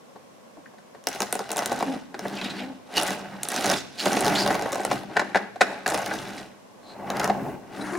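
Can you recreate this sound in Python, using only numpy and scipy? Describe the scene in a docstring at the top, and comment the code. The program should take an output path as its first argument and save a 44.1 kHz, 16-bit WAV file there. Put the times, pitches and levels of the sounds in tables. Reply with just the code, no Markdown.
"""A hollow plastic toy van is pushed back and forth over an egg on a wooden floor, close by in a small room.
After a few light knocks the shell snaps and crumbles from 1 s, as the tread rumbles through the body.
From 2.3 s the wet tyres peel off the floor and squeak; near 3 s a hollow piece of shell caves in.
More crunching leads to the hardest knocks of the chassis, between 5.1 and 5.6 s. The last cracks come
around 6 and 7.2 s, and a final shove ends in sticky peeling and a low hum of the hollow body."""
import sys
import numpy as np
from scipy import signal
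from scipy.io import wavfile
from scipy.ndimage import uniform_filter1d

SR = 44100
rng = np.random.default_rng(int(sys.argv[2]) if len(sys.argv) > 2 else 0)


def wrap_up_sound(samples):
    """Save the sound to the file named by the first command line argument, as 16-bit audio."""
    columns = np.atleast_2d(samples).T
    # keep every value between -1 and 1, then stretch to whole-number steps
    tamed = np.clip(columns, -1, 1)
    steps = np.round(tamed * 32767).astype(np.int16)
    wavfile.write(sys.argv[1], SR, steps)


N = 351918
TIME = np.arange(N) / SR
RING = TIME[:4096]  # time axis of one hit
TEN_MS = SR // 100


def amp(db):
    """Decibels to gain."""
    return 10 ** (np.asarray(db) / 20)


def unit_rms(x):
    """Scales to rms 1."""
    return x / np.sqrt(np.mean(x ** 2) + 1e-20)


def as_hit(x):
    """Scales a hit to the energy of 10 ms at rms 1."""
    return x / np.sqrt(np.sum(x ** 2) / TEN_MS + 1e-20)


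def curve_at(points, hz):
    """Reads a curve on a log-frequency axis."""
    freqs, values = np.transpose(points)
    return np.interp(np.log(hz + 1), np.log(freqs + 1), values)


def add(mix, start, sound):
    """Mixes a sound in at a time in seconds."""
    part = mix[max(round(start * SR), 0):][:len(sound)]
    part += sound[:len(part)]


def eq(x, points):
    """Minimum-phase EQ through points of (frequency [Hz], gain [dB])."""
    log_gain = np.log(amp(curve_at(points, abs(np.fft.fftfreq(len(RING), 1 / SR)))))
    taps = np.fft.ifft(np.exp(np.conj(signal.hilbert(log_gain)))).real
    return signal.oaconvolve(x, taps[:len(RING) // 2])[:len(x)]


def resonate(x, hz, width_hz):
    """One broad resonance."""
    b, a = signal.iirpeak(min(hz, SR / 2 - 1000), max(hz / width_hz, .7), SR)
    return signal.lfilter(b, a, x)


def wander(length, hold):
    """Random modulation of rms about 1 that holds for some `hold` samples."""
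    return unit_rms(uniform_filter1d(uniform_filter1d(rng.standard_normal(SR), hold), hold))[:length]


def grains(shapes, per_s, spread_db):
    """A cloud of tiny impacts of random time and size, each playing one of the shapes."""
    count = int(N / SR * 6000)
    chance, where, size, which = rng.random((4, count))
    fires = chance < per_s * N / SR / count
    gain = amp(spread_db * np.minimum(-np.log(1 - size), 4)) * fires
    out = np.zeros(N)
    for k, shape in enumerate(shapes):
        chosen = (which * len(shapes)).astype(int) == k
        impulses = np.bincount((where[chosen] * N).astype(int), gain[chosen], N)
        out += signal.oaconvolve(impulses, shape)[:N]
    return unit_rms(out)


def rub(row, fade_db, fade_curve, glide_curve):
    """Start, envelope and pitch of one hum, peel or squeak: it swells and fades as it glides."""
    start, attack, release, db, first_hz, last_hz = row
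    t = TIME[:max(int((attack + release) * SR), TEN_MS)]
    fade = amp(fade_db * (np.maximum(t - attack, 0) / release) ** fade_curve)
    swell = np.minimum(t / attack, 1) * fade
    soft_ends = signal.windows.tukey(len(t), TEN_MS / 4 / len(t))
    hz = last_hz + (first_hz - last_hz) * (1 - t / t[-1]) ** glide_curve
    return start, amp(db) * swell * soft_ends, hz


# colour of the room tone: (frequency [Hz], level [dB])
ROOM_TONE_EQ = [(15, -78), (25, -30), (92, -7), (217, 8), (373, -0.5), (531, 6.5), (775, -1), (962, -2),
                (1100, 1.5), (1190, -6), (1610, -9.5), (4870, -18), (5280, -15.5), (12200, -24.5),
                (16000, -35)]


def room_tone():
    """A quiet, steady bed of dark noise, wide in stereo."""
    mid, side = (unit_rms(eq(noise, ROOM_TONE_EQ)) for noise in rng.standard_normal((2, N)))
    return amp(-53) * np.array([mid + side, mid - side])


# reverb time of the room: (frequency [Hz], t60 [s])
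ROOM_DECAY = [(150, 0.9), (400, 0.69), (1000, 0.5), (2800, 0.85), (7000, 0.6), (14000, 0.17)]


def reverb(x, tail_db=-13, early_db=-12, width=0.87):
    """Early reflections within 20 ms, spread left and right, and a tail that dies band by band."""
    t = TIME[:SR * 2 // 3]
    wash = rng.standard_normal((2, len(t))) * (1 - np.exp(-t / 0.019))
    hz, age, bands = signal.stft(wash, SR, nperseg=256)
    tone_db = curve_at([(150, 7.5), (800, -2.5), (2000, 1.5), (5000, 2), (10000, 1.5), (15000, 15)], hz)
    decay_db = -60 * age / curve_at(ROOM_DECAY, hz)[:, None]
    response = signal.istft(bands * amp(tone_db[:, None] + decay_db), SR, nperseg=256)[1]
    response *= amp(tail_db) / np.linalg.norm(response[0])
    delays = rng.integers(TEN_MS // 10, TEN_MS * 2, 16)
    mid, side = rng.choice([-1, 1], (2, len(delays)))
    early = np.array([mid + width * side, mid - width * side]) / np.sqrt(len(delays))
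    response[:, delays] += amp(early_db) * early
    return signal.oaconvolve(x[None], response, axes=1)[:, :N]


# low hums of the hollow van body as it rolls or drags:
# (time [s], attack [s], release [s], level [dB], first pitch [Hz], last pitch [Hz])
BODY_HUMS = [(0.563, 0.022, 0.024, -44, 306, 302), (1.668, 0.079, 0.045, -29, 241.7, 243),
             (1.85, 0.044, 0.074, -22.5, 285, 251.7), (2.2, 0.052, 0.097, -38, 232, 205.4),
             (2.407, 0.033, 0.096, -32, 238.5, 245), (2.585, 0.06, 0.085, -30, 250, 270.7),
             (2.961, 0.084, 0.69, -43, 197.5, 190.2), (4.04, 0.029, 0.11, -29, 195.2, 195),
             (4.239, 0.055, 0.33, -34, 193.5, 197), (4.95, 0.13, 0.21, -41.5, 195.5, 200.8),
             (7.2, 0.091, 0.2, -35.5, 200.6, 194.6), (7.76, 0.077, 0.078, -29, 283.6, 308),
             (7.899, 0.058, 0.077, -25, 329.6, 371)]


def body_hums(gain_db=-2, overtones_db=-11):
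    """The hollow body hums, wavering: its air cavity rings as it rolls, or a dragging tyre judders."""
    out = np.zeros(N)
    for row in BODY_HUMS:
        start, envelope, hz = rub(row, fade_db=-9.5, fade_curve=0.88, glide_curve=0.96)
        phase = 2 * np.pi * np.cumsum(hz * (1 + .085 * wander(len(hz), hold=130))) / SR
        waver = amp(4 * wander(len(hz), hold=300))
        hum = np.sin(phase) + amp(overtones_db) * (np.sin(2 * phase) + np.sin(3 * phase))
        add(out, start, amp(gain_db) * envelope * unit_rms(hum * waver))
    return out


# sticky smacks of the tread: (time [s], attack [s], release [s], level [dB],
# first centre pitch [Hz], last centre pitch [Hz], pitch scatter [log ratio])
TREAD_PEELS = [(2.298, 0.074, 0.036, -41, 4470, 2970, 0.49), (2.391, 0.061, 0.2, -39.5, 2870, 2560, 0.58),
               (2.41, 0.0048, 0.016, -31, 2440, 2900, 0.6), (2.436, 0.011, 0.019, -35, 2840, 3380, 0.56),
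               (2.56, .04, 0.052, -41.5, 2900, 2200, 0.31), (3.7, 0.071, 0.051, -36, 6440, 4940, 0.44),
               (7.05, .19, 0.067, -30.5, 1494, 1334, 0.402), (7.729, 0.11, 0.67, -54.5, 9400, 9400, 0.053),
               (7.76, 0.21, .2, -51.5, 6440, 6604, 0.14), (7.739, 0.22, 0.056, -37, 1510, 1490, 0.25)]


def peeling(per_s=3200, spread_db=2.5, bunch_db=3, cycles=8, glide=0.17, sizzle_db=-15):
    """Threads of egg snap off the tread in bunches: each a tiny tick and a rising chirp."""
    sizzle_eq = [(500, -13), (5000, 6), (9000, -4), (11000, -7), (13300, -6), (15500, -26)]
    out = np.zeros(N)
    t = RING[:TEN_MS * 2]
    for *row, scatter in TREAD_PEELS:
        start, envelope, centre_hz = rub(row, fade_db=-7.5, fade_curve=1, glide_curve=0.8)
        length = len(envelope)
        chirps, ticks = np.zeros((2, length))
        bunches = amp(bunch_db * wander(length, hold=200))
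        threads = rng.random((1000, 4))[:max(int(per_s * length / SR), 1)]
        for where, size, pitch, phase in threads:
            at = int(where * length)
            hz = min(centre_hz[at] * np.exp(scatter * np.log(pitch / (1 - pitch) + 1e-9) / 2), SR / 3)
            age = hz * t / cycles
            sweep = np.sin(2 * np.pi * (hz * t * (1 + glide * t / t[-1]) + phase))
            strength = bunches[at] * amp(spread_db * min(-np.log(1 - size), 3))
            add(chirps, at / SR, strength * age ** .5 * np.exp(-2 * age) * sweep)
            ticks[at] += strength * np.sign(phase - .5)
        sizzle = unit_rms(eq(ticks, sizzle_eq))
        add(out, start, envelope * (unit_rms(chirps) + amp(sizzle_db) * sizzle))
    return out


# squeaks of slipping tyres: (time [s], attack [s], release [s], level [dB],
# first pitch [Hz], last pitch [Hz], pitch arch [Hz], roughness [capped at 1])
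TYRE_SLIPS = [(2.37, 0.0093, 0.042, -40, 2460, 2630, 102, 0.6),
              (2.433, 0.0071, 0.04, -37.5, 3550, 3690, 200, 0.7),
              (2.493, 0.0088, 0.021, -36, 3900, 3940, 148, 0.66),
              (2.545, 0.02, 0.061, -47, 4550, 3300, 400, 0.74),
              (2.935, 0.033, 0.073, -36, 2933, 2730, 1, 0.77),
              (3.732, 0.0068, 0.0068, -24, 3590, 3540, 0, 0.7),
              (3.977, 0.02, 0.045, -30, 4060, 4530, 296, 1.06),
              (4.3505, 0.0015, 0.024, -23.5, 2900, 4170, 300, 0.96),
              (4.37, 0.012, 0.064, -26, 4230, 4280, 550, 0.82),
              (6.109, 0.004, 0.037, -35, 1566, 1600, 30, 0.4),
              (6.816, 0.084, 0.047, -50.5, 4090, 4130, 5, 0.6),
              (7.806, 0.0088, 0.012, -42, 3970, 4040, -2, 0.35)]


def squeaks(octave_db=-17, rasp_db=-3, jitter=.16, flutter_db=3.5):
    """Wet rubber sticks and slips thousands of times a second: thin when light, rasping when forced."""
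    rasp_eq = [(700, -17), (1500, -1), (3000, 1.5), (5600, -11), (7200, -1.5), (8400, -17),
               (9200, -15), (10500, -12), (14000, -20)]
    out = np.zeros(N)
    for *row, arch_hz, rough in TYRE_SLIPS:
        start, envelope, hz = rub(row, fade_db=-9.5, fade_curve=2.6, glide_curve=0.95)
        rough = min(rough, 1)
        hz = hz + arch_hz * np.sin(np.linspace(0, np.pi, len(hz)))
        phase = 2 * np.pi * np.cumsum(hz * (1 + jitter * rough * wander(len(hz), hold=7))) / SR
        tone = unit_rms(np.sin(phase) + amp(octave_db) * np.sin(2 * phase))
        rasp = unit_rms(eq(rng.standard_normal(SR // 2), rasp_eq))[:len(hz)]
        voice = tone + amp(rasp_db) * rough ** 2 * rasp
        flutter = amp(flutter_db * rough * wander(len(hz), hold=30))
        add(out, start, envelope * unit_rms(voice * flutter))
    return out


THUMP_HZ, CLACK_HZ, RUMBLE_HZ, RATTLE_HZ = (170, 1200), (1200, 3100), (170, 430), (430, 1200)
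# modes of the hollow plastic body: (frequency [Hz], level [dB], t60 [s])
BODY_MODES = [(197, -5, 0.17), (250, -3.5, 0.11), (309, 1, 0.049), (375, -0.5, 0.093), (456, 2.5, 0.056),
              (546, 5.5, 0.061), (622, 3, 0.082), (707.8, 9, 0.055), (800, 6, 0.078), (897, 10, 0.025),
              (1090, 3.5, 0.033), (1267, 4.5, 0.025), (1385, -1.5, 0.024), (1501, 3, 0.053),
              (1755, 4.5, 0.018), (1980, 0.5, 0.024), (2310, 1.5, 0.014), (2698, -7, 0.04),
              (2900, -13, 0.068)]


def body_ring(band, spread_db=3, detune=0.035, contact_s=0.000067):
    """The body struck somewhere: each spot weights and bends the modes of one band differently."""
    modes = np.array(BODY_MODES)
    inside = (modes[:, 0] > band[0]) & (modes[:, 0] < band[1])
    hz, db, t60 = modes[inside].T[:, :, None]
    weight, bend, phase = rng.standard_normal((3, len(modes), 1))[:, inside]
    partials = np.sin(2 * np.pi * (hz * (1 + detune * bend) * RING + phase))
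    decay = amp(db + spread_db * weight - 60 * RING / t60)
    rise = 1 - np.exp(-RING / (contact_s + .5 / hz))  # low modes take longer to swing up
    low_cut = signal.butter(3, band[0], "high", fs=SR, output="sos")  # a small body radiates little bass
    return as_hit(signal.sosfilt(low_cut, (partials * decay * rise).sum(0)))


# colour of breaking crumbs: (frequency [Hz], level [dB])
CRUMB_EQ = [(1200, -37.5), (2400, 0.5), (3200, -2.5), (4000, 6), (5000, -6.5), (6100, 2.5), (7400, -7.5),
            (8200, -2), (9500, 3.5), (11500, -6.5), (15500, -16.5)]


def snap(hz, decay_s=0.0018, width_hz=2600, crumbs_db=-1.5, edge_db=-12):
    """A crack runs through the shell: a bright break, then a short burst that rings the broken piece."""
    t = RING[:TEN_MS * 2]
    spike = amp(7) * np.exp(-t / 0.00018)
    burst = rng.standard_normal(len(t)) * (np.exp(-t / decay_s) + spike) * (1 - np.exp(-t / .0002))
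    piece = as_hit(resonate(resonate(burst, hz, width_hz * 2), hz, width_hz))
    crumbs = as_hit(eq(burst, CRUMB_EQ))
    edge = as_hit(resonate(burst * np.exp(-t / .0008), 12500, 5000))
    return as_hit(piece + amp(crumbs_db) * crumbs + amp(edge_db) * edge)


def chips(hz=6000, scatter=0.32, clack_db=-5):
    """Small fractures at random moments, each with its own snap and jolt of the body."""
    jolts = [body_ring(THUMP_HZ) + amp(clack_db) * body_ring(CLACK_HZ) for _ in range(16)]
    for jolt, offset in zip(jolts, np.linspace(-1, 1, len(jolts))):
        add(jolt, 0, snap(hz * np.exp(scatter * offset), decay_s=0.0016, edge_db=-17))
    return grains(jolts, per_s=90, spread_db=1)


# shoves of the hand: (time [s], attack [s], hold [s], release [s], rattle level [dB],
# rumble offset [dB], floor boom offset [dB], crunch offset [dB])
SHOVES = [(1.04, 0.075, .33, .25, -42, -15, -12, -1.5), (1.402, 0.2, 0.33, .2, -34.5, -10, -19, -7.5),
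          (2.079, 0.17, 0.37, .3, -39.5, 2, -12, -7), (2.858, .12, 0.14, 0.15, -33, -4.5, -20, -3),
          (3.0, 0.13, .3, .2, -41, -4.5, -13, -11), (3.38, 0.15, 0.18, 0.29, -36.5, -2, -18, -0.5),
          (3.5, 0.19, 0.04, 0.098, -27, -1.5, -13.5, -7), (3.82, 0.19, 0.053, 0.11, -59.5, -12, -7, 15.5),
          (3.96, 0.095, 0.27, 0.14, -31.5, 1.5, -22, -4), (4.08, 0.19, .27, 0.28, -26.5, -2.5, -11.5, -11),
          (4.552, 0.11, 0.2, 0.083, -35.5, -8.5, -16.5, -9.5), (4.8, 0.11, 0.026, 0.18, -34.5, 2, -8, -5.5),
          (5.02, 0.11, 0.12, 0.31, -40, 1, -30, -10), (5.348, 0.026, 0.012, 0.16, -33.5, -5, -34, -17),
          (5.591, 0.031, 0.084, 0.29, -35, -4.5, -23, -12),
          (5.84, 0.047, 0.11, 0.55, -31.5, -19, -14.5, -9.5), (5.92, 0.21, .28, 0.17, -43, 5, -7, -1),
          (6.77, 0.43, 0.076, 0.45, -30, -4.5, -13, -25), (7.152, 0.31, 0.033, 0.2, -37, 2, -7, -26),
          (7.628, 0.13, 0.18, 0.18, -40, 3.5, -9, -9.5)]


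def shove_levels(ends_db=-28, ramp_curve=1.173, sag_db_per_s=13.5, stop_db=-49, bass_follow=0.98):
    """Fader curves in dB for floor boom, rumble, rattle and crunch, following each shove's speed."""
    steps = TIME[::TEN_MS // 10]
    power = 1e-12
    for start, attack, hold, release, db, rumble_db, boom_db, crunch_db in SHOVES:
        t = steps - start - attack
        ramp = np.maximum(np.maximum(-t / attack, (t - hold) / release), 0)  # 0 in the hold, 1 at the ends
        speed_db = ends_db * ramp ** ramp_curve - sag_db_per_s * np.clip(t, 0, hold)
        speed_db += stop_db * np.maximum(ramp - 1, 0)  # beyond the ends the wheels come to rest
        bass_db = bass_follow * speed_db
        layers_db = np.array([boom_db + bass_db, rumble_db + bass_db, speed_db, crunch_db + speed_db])
        power = power + amp(db + layers_db) ** 2
    return [np.interp(TIME, steps, level) for level in 10 * np.log10(power)]


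def wheels(crumb_share=0.42, heavy_db=-39, bunch_db=4.6):
    """Tread bumps shake the boards and the body while crumbs of shell are ground against the floor."""
    boards_eq = [(20, -18), (50, -26), (90, -11), (115, -8.5), (139, -2.5), (165, -15), (260, -21),
                 (800, -41)]
    grit_eq = [(2500, 4), (4000, 7.5), (8000, -3.5), (10000, -8), (12000, -46), (15500, -11)]
    boards_db, rumble_db, rattle_db, crunch_db = shove_levels()
    clack_db = (1 - crumb_share) * rattle_db + crumb_share * crunch_db  # panels answer tread and crumbs
    splinter_db = crunch_db + 0.5 * np.minimum(crunch_db - heavy_db, 0)  # heavy grinding splinters most
    boards = unit_rms(eq(rng.standard_normal(N), boards_eq))
    rumble = grains([body_ring(RUMBLE_HZ) for _ in range(8)], per_s=630, spread_db=1.5)
    rattle = grains([body_ring(RATTLE_HZ) for _ in range(14)], per_s=700, spread_db=2)
    clack = grains([body_ring(CLACK_HZ, detune=0.044) for _ in range(16)], per_s=800, spread_db=3.5)
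    pieces = [snap(hz, decay_s=0.0011, width_hz=1400, crumbs_db=-2.5)
              for hz in np.geomspace(2900, 11500, num=14)]
    grit = eq(grains(pieces, per_s=3800, spread_db=-3), grit_eq)
    bunches = np.clip(unit_rms(uniform_filter1d(rng.standard_normal(N), TEN_MS // 2)), -2, 2)
    grit = unit_rms(grit * amp(bunch_db * bunches))  # crumbs give way in bunches
    splinters = grains(pieces, per_s=600, spread_db=2.5)
    layers = [(boards, boards_db - 1), (rumble, rumble_db - 1), (rattle, rattle_db), (clack, clack_db - 1),
              (grit, crunch_db - 2.5), (splinters, splinter_db - 6), (chips(), splinter_db - 4)]
    return sum(amp(db) * sound for sound, db in layers)


def panels(hz=1630, width_hz=470, t60=0.47):
    """Many close modes of the thin side panels ring on after a knock."""
    t = TIME[:SR // 2]
    wash = resonate(resonate(rng.standard_normal(len(t)), hz, width_hz), hz, width_hz)
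    return as_hit(wash * amp(-60 * t / t60))


def boom(hz, t60):
    """One low mode that takes a cycle to swing up."""
    return as_hit(np.sin(2 * np.pi * hz * RING) * (1 - np.exp(-hz * RING)) * amp(-60 * RING / t60))


# jolts of the axles and body: (time [s], thump [dB], clack [dB], contact tick [dB])
CHASSIS_HITS = [(0.158, -41, -56, -60), (0.57, -45, -72, -76), (0.658, -72, -42, -66),
                (0.736, -49, -63, -78), (0.783, -50, -53, -60), (0.947, -43.5, -47.5, -58.5),
                (1.403, -29.5, -41, -56.5), (1.504, -30, -55, -46), (1.561, -28.5, -46, -60),
                (1.717, -21, -38, -41), (2.143, -33, -36, -43.5), (2.253, -27, -33.5, -61),
                (3.644, -31, -31, -30), (4.057, -20.5, -33, -27.5), (4.168, -21, -45, -29),
                (4.505, -21, -25.5, -34), (4.657, -23.5, -32, -44), (4.913, -19, -31, -29.5),
                (5.162, -27.5, -27, -46), (5.167, -20.5, -16, -28.5), (5.194, -21, -22, -28),
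                (5.215, -23, -27.5, -43), (5.346, -21.5, -19, -36), (5.356, -16.5, -20.5, -29),
                (5.369, -39, -22.5, -33), (5.558, -34.5, -50, -50), (5.608, -19.5, -17, -27.5),
                (5.612, -15.5, -12.5, -19.5), (5.861, -25.5, -20.5, -32), (6.112, -28.5, -28, -46),
                (6.378, -65.5, -52, -39.5), (7.297, -17, -29, -36.5)]


def knocks(tick_decay_s=0.0052, hand_decay_s=0.016, flam_s=.0038, flam_db=-2.5):
    """The chassis slaps down on its axles and rings its panels; the hand shortens the ring."""
    tick_eq = [(60, -30), (800, -1.5), (2200, 4.5), (3000, -1.5), (4000, 2), (5200, -4), (7300, -9),
               (10000, -17), (15000, -31)]
    out = np.zeros(N)
    damping = np.exp(-RING / hand_decay_s)
    tick_envelope = np.exp(-RING / tick_decay_s) * (1 - np.exp(-RING / 0.00015))
    first_tyre = np.array(CHASSIS_HITS)
    second_tyre = first_tyre + [flam_s, flam_db, flam_db, flam_db]  # lands just after the first
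    floor = amp(-25.5) * boom(hz=137.5, t60=0.042)
    cavity = amp(-19) * boom(hz=209, t60=0.058)  # the air inside the body
    for start, thump_db, clack_db, _ in first_tyre:
        add(out, start, amp(thump_db) * (floor + cavity))
        add(out, start, amp(clack_db - 16) * panels())
    for start, thump_db, clack_db, tick_db in np.vstack([first_tyre, second_tyre]):
        tick = eq(rng.standard_normal(len(RING)) * tick_envelope, tick_eq)
        low_ring = body_ring(THUMP_HZ, spread_db=2, detune=0.026, contact_s=0.000085)
        high_ring = body_ring(CLACK_HZ, spread_db=-2, detune=0.025, contact_s=0.00033)
        axle = amp(1) * resonate(low_ring, hz=410, width_hz=130)
        thump = resonate(low_ring, hz=730, width_hz=600) + axle
        clack = resonate(high_ring, hz=1700, width_hz=450)
        add(out, start, amp(tick_db - 1) * as_hit(tick))
        add(out, start, amp(thump_db - 2) * as_hit(thump * damping))
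        add(out, start, amp(clack_db - 4) * as_hit(clack * damping))
    return out


# modes of a hollow piece of shell: (frequency [Hz], level [dB], t60 [s])
CUP_MODES = [(2700, -11, .014), (2890, 4, 0.021), (4420, 4, 0.012), (5210, -9, 0.011)]
# pops as that piece caves in: (time [s], level [dB])
CUP_POPS = [(2.962, -31), (2.9753, -23), (2.9791, -24.5)]


def shell_pops():
    """A still hollow piece of shell rings briefly as it gives way."""
    out = np.zeros(N)
    hz, db, t60 = np.transpose(CUP_MODES)[:, :, None]
    ring = as_hit((amp(db - 60 * RING / t60) * np.sin(2 * np.pi * hz * RING)).sum(0))
    for start, level_db in CUP_POPS:
        add(out, start, amp(level_db) * ring)
    return out


# foreground cracks of the shell: (time [s], van thump [dB], snap [dB], snap pitch [Hz])
SHELL_CRACKS = [(1.0393, -60, -52, 6140), (1.0704, -25, -24, 5850), (1.087, -36, -33.5, 7200),
                (1.129, -53, -41, 6200), (1.148, -35, -43, 5940), (1.1594, -36, -45, 5600),
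                (1.2042, -24, -28, 6900), (1.2086, -47, -48, 7900), (1.2197, -28, -27.5, 5000),
                (1.228, -26, -36, 7340), (1.326, -25.5, -24.5, 9000), (1.3529, -25.5, -34, 7520),
                (1.3921, -28, -36, 5580), (1.492, -37, -44, 4715), (1.505, -40, -37, 4500),
                (1.5163, -33, -29.5, 7900), (1.529, -29.5, -39, 6700), (1.561, -41, -37, 5900),
                (1.569, -51, -30.5, 8200), (1.578, -25.5, -35, 5100), (1.582, -36, -31, 7300),
                (1.59, -23.5, -30, 5600), (1.622, -25, -42, 4400), (1.6341, -43, -43, 5400),
                (1.6591, -30.5, -27, 7600), (1.719, -35.5, -38, 6030), (1.728, -35, -40, 7500),
                (1.761, -45, -44, 6560), (1.79, -47, -41, 7140), (1.8014, -32, -43, 5500),
                (1.8069, -24, -42, 5400), (1.8262, -20, -39, 5430), (2.1927, -33, -38, 5800),
                (2.282, -59, -43, 4470), (2.9574, -42, -48, 6000), (2.969, -30, -27, 4870),
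                (2.98, -24.5, -26.5, 5000), (2.999, -29, -34, 6500), (3.013, -30, -32, 5550),
                (3.0238, -32, -33, 6200), (3.032, -29, -29.5, 9200), (3.0516, -49, -51, 4400),
                (3.0666, -48, -36.5, 6300), (3.0778, -45, -34, 6800), (3.0829, -31.5, -41, 4600),
                (3.1061, -26.5, -34.5, 5600), (3.193, -50.5, -52, 6890), (3.432, -41.5, -27, 7400),
                (3.452, -37, -39, 4400), (3.4866, -40, -28, 9300), (3.5026, -35, -39, 6200),
                (3.518, -40, -33.5, 7200), (3.534, -40, -43, 4290), (3.5417, -32, -36, 5460),
                (3.5623, -30.5, -28.5, 6000), (3.585, -32, -42, 5200), (3.5926, -49, -41, 4200),
                (3.6088, -38, -35.5, 6980), (3.6246, -37, -40, 4970), (3.6428, -38, -32, 6000),
                (3.658, -29, -28.5, 6200), (3.6647, -30, -30, 6050), (3.6804, -40, -36, 5400),
                (3.6931, -26, -35, 4370), (3.6995, -34, -24, 5870), (3.714, -34, -30, 6500),
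                (3.7175, -30, -30, 4520), (4.0563, -28, -32, 8000), (4.0694, -22, -36, 6350),
                (4.1187, -24.5, -39, 5400), (4.1305, -27, -30.5, 6660), (4.152, -47, -38, 5000),
                (4.1668, -25, -37, 6500), (4.192, -28, -37, 6500), (4.207, -34, -28.5, 7800),
                (4.215, -29, -44, 6100), (4.247, -31, -31, 5500), (4.2557, -26, -31, 4100),
                (4.265, -27, -28.5, 4760), (4.2804, -23, -29, 4570), (4.299, -29, -41, 5900),
                (4.462, -21, -31.5, 4600), (4.4759, -25.5, -30.5, 4700), (4.5069, -28, -43, 5500),
                (4.527, -28, -41, 6900), (4.5443, -25.5, -37, 5454), (4.553, -23.5, -37.5, 4440),
                (4.5943, -30, -42, 6500), (4.6124, -34, -43, 5000), (4.6227, -26, -38, 6140),
                (4.7199, -38, -37, 7100), (4.7264, -25, -38, 6350), (4.7299, -30, -33, 6430),
                (4.746, -37, -40, 7000), (4.7562, -24.5, -38, 6300), (4.781, -31, -47, 7000),
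                (4.798, -24.5, -48, 5440), (4.8044, -44, -44, 7300), (4.817, -43, -48, 7500),
                (4.8338, -32.5, -46, 6700), (4.8499, -21.5, -30, 8020), (4.9294, -33, -41, 4250),
                (5.0337, -37, -51, 4040), (5.866, -24.5, -34.5, 4830), (5.878, -24, -29, 7340),
                (5.8881, -40, -34, 5300), (5.901, -35, -33, 7500), (5.9063, -34, -39, 6700),
                (5.9202, -25, -41, 6200), (5.938, -39, -40, 7500), (5.9439, -22.5, -31, 5270),
                (5.949, -29, -36, 5000), (5.9761, -30.5, -36, 6940), (5.9892, -33, -41, 7000),
                (6.019, -34, -45, 5800), (6.026, -31, -48, 5600), (6.061, -36, -34.5, 4520),
                (6.079, -36, -45, 6500), (6.1375, -30, -37.5, 5170), (7.102, -25, -34, 5000),
                (7.169, -35, -38.5, 5030), (7.1971, -25.5, -33, 5240), (7.2012, -26, -36.5, 4900),
                (7.2327, -32, -41, 5800), (7.2431, -24, -30.5, 5660), (7.276, -25.5, -38.5, 5870)]


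def shell_cracks(thump_share=0.54):
    """Each fracture snaps, and the wheel drops a little and rings the body."""
    out = np.zeros(N)
    for start, thump_db, snap_db, hz in SHELL_CRACKS:
        clack_db = thump_share * thump_db + (1 - thump_share) * snap_db - 6
        add(out, start, amp(snap_db) * snap(hz))
        add(out, start, amp(thump_db - 1) * body_ring(THUMP_HZ) + amp(clack_db) * body_ring(CLACK_HZ))
    return out


# pan of the van: (time [s], left minus right [dB])
VAN_PAN = [(0, 4), (1.2, 1), (2.3, 0.3), (3.2, -0.5), (3.8, -1.5), (4.3, -0.5), (4.8, 0.5), (5.3, 3),
           (5.7, 1.5), (6.2, 0), (7.3, 1), (7.9, 3)]


def scene():
    """The van and the egg drift around the centre, over reverb and room tone."""
    close = shell_cracks() + shell_pops() + knocks() + wheels() + body_hums() + squeaks() + peeling()
    pan_db = np.interp(TIME, *np.transpose(VAN_PAN))
    return close * amp([pan_db / 2, -pan_db / 2]) + reverb(close) + room_tone()


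def record(dry):
    """A steep high cut at 16.2 kHz."""
    high_cut = signal.firwin(255, 16200, window=("kaiser", 9), fs=SR)
    return signal.oaconvolve(dry, high_cut[None], "same")


dry = scene()
out = record(dry)
wrap_up_sound(out)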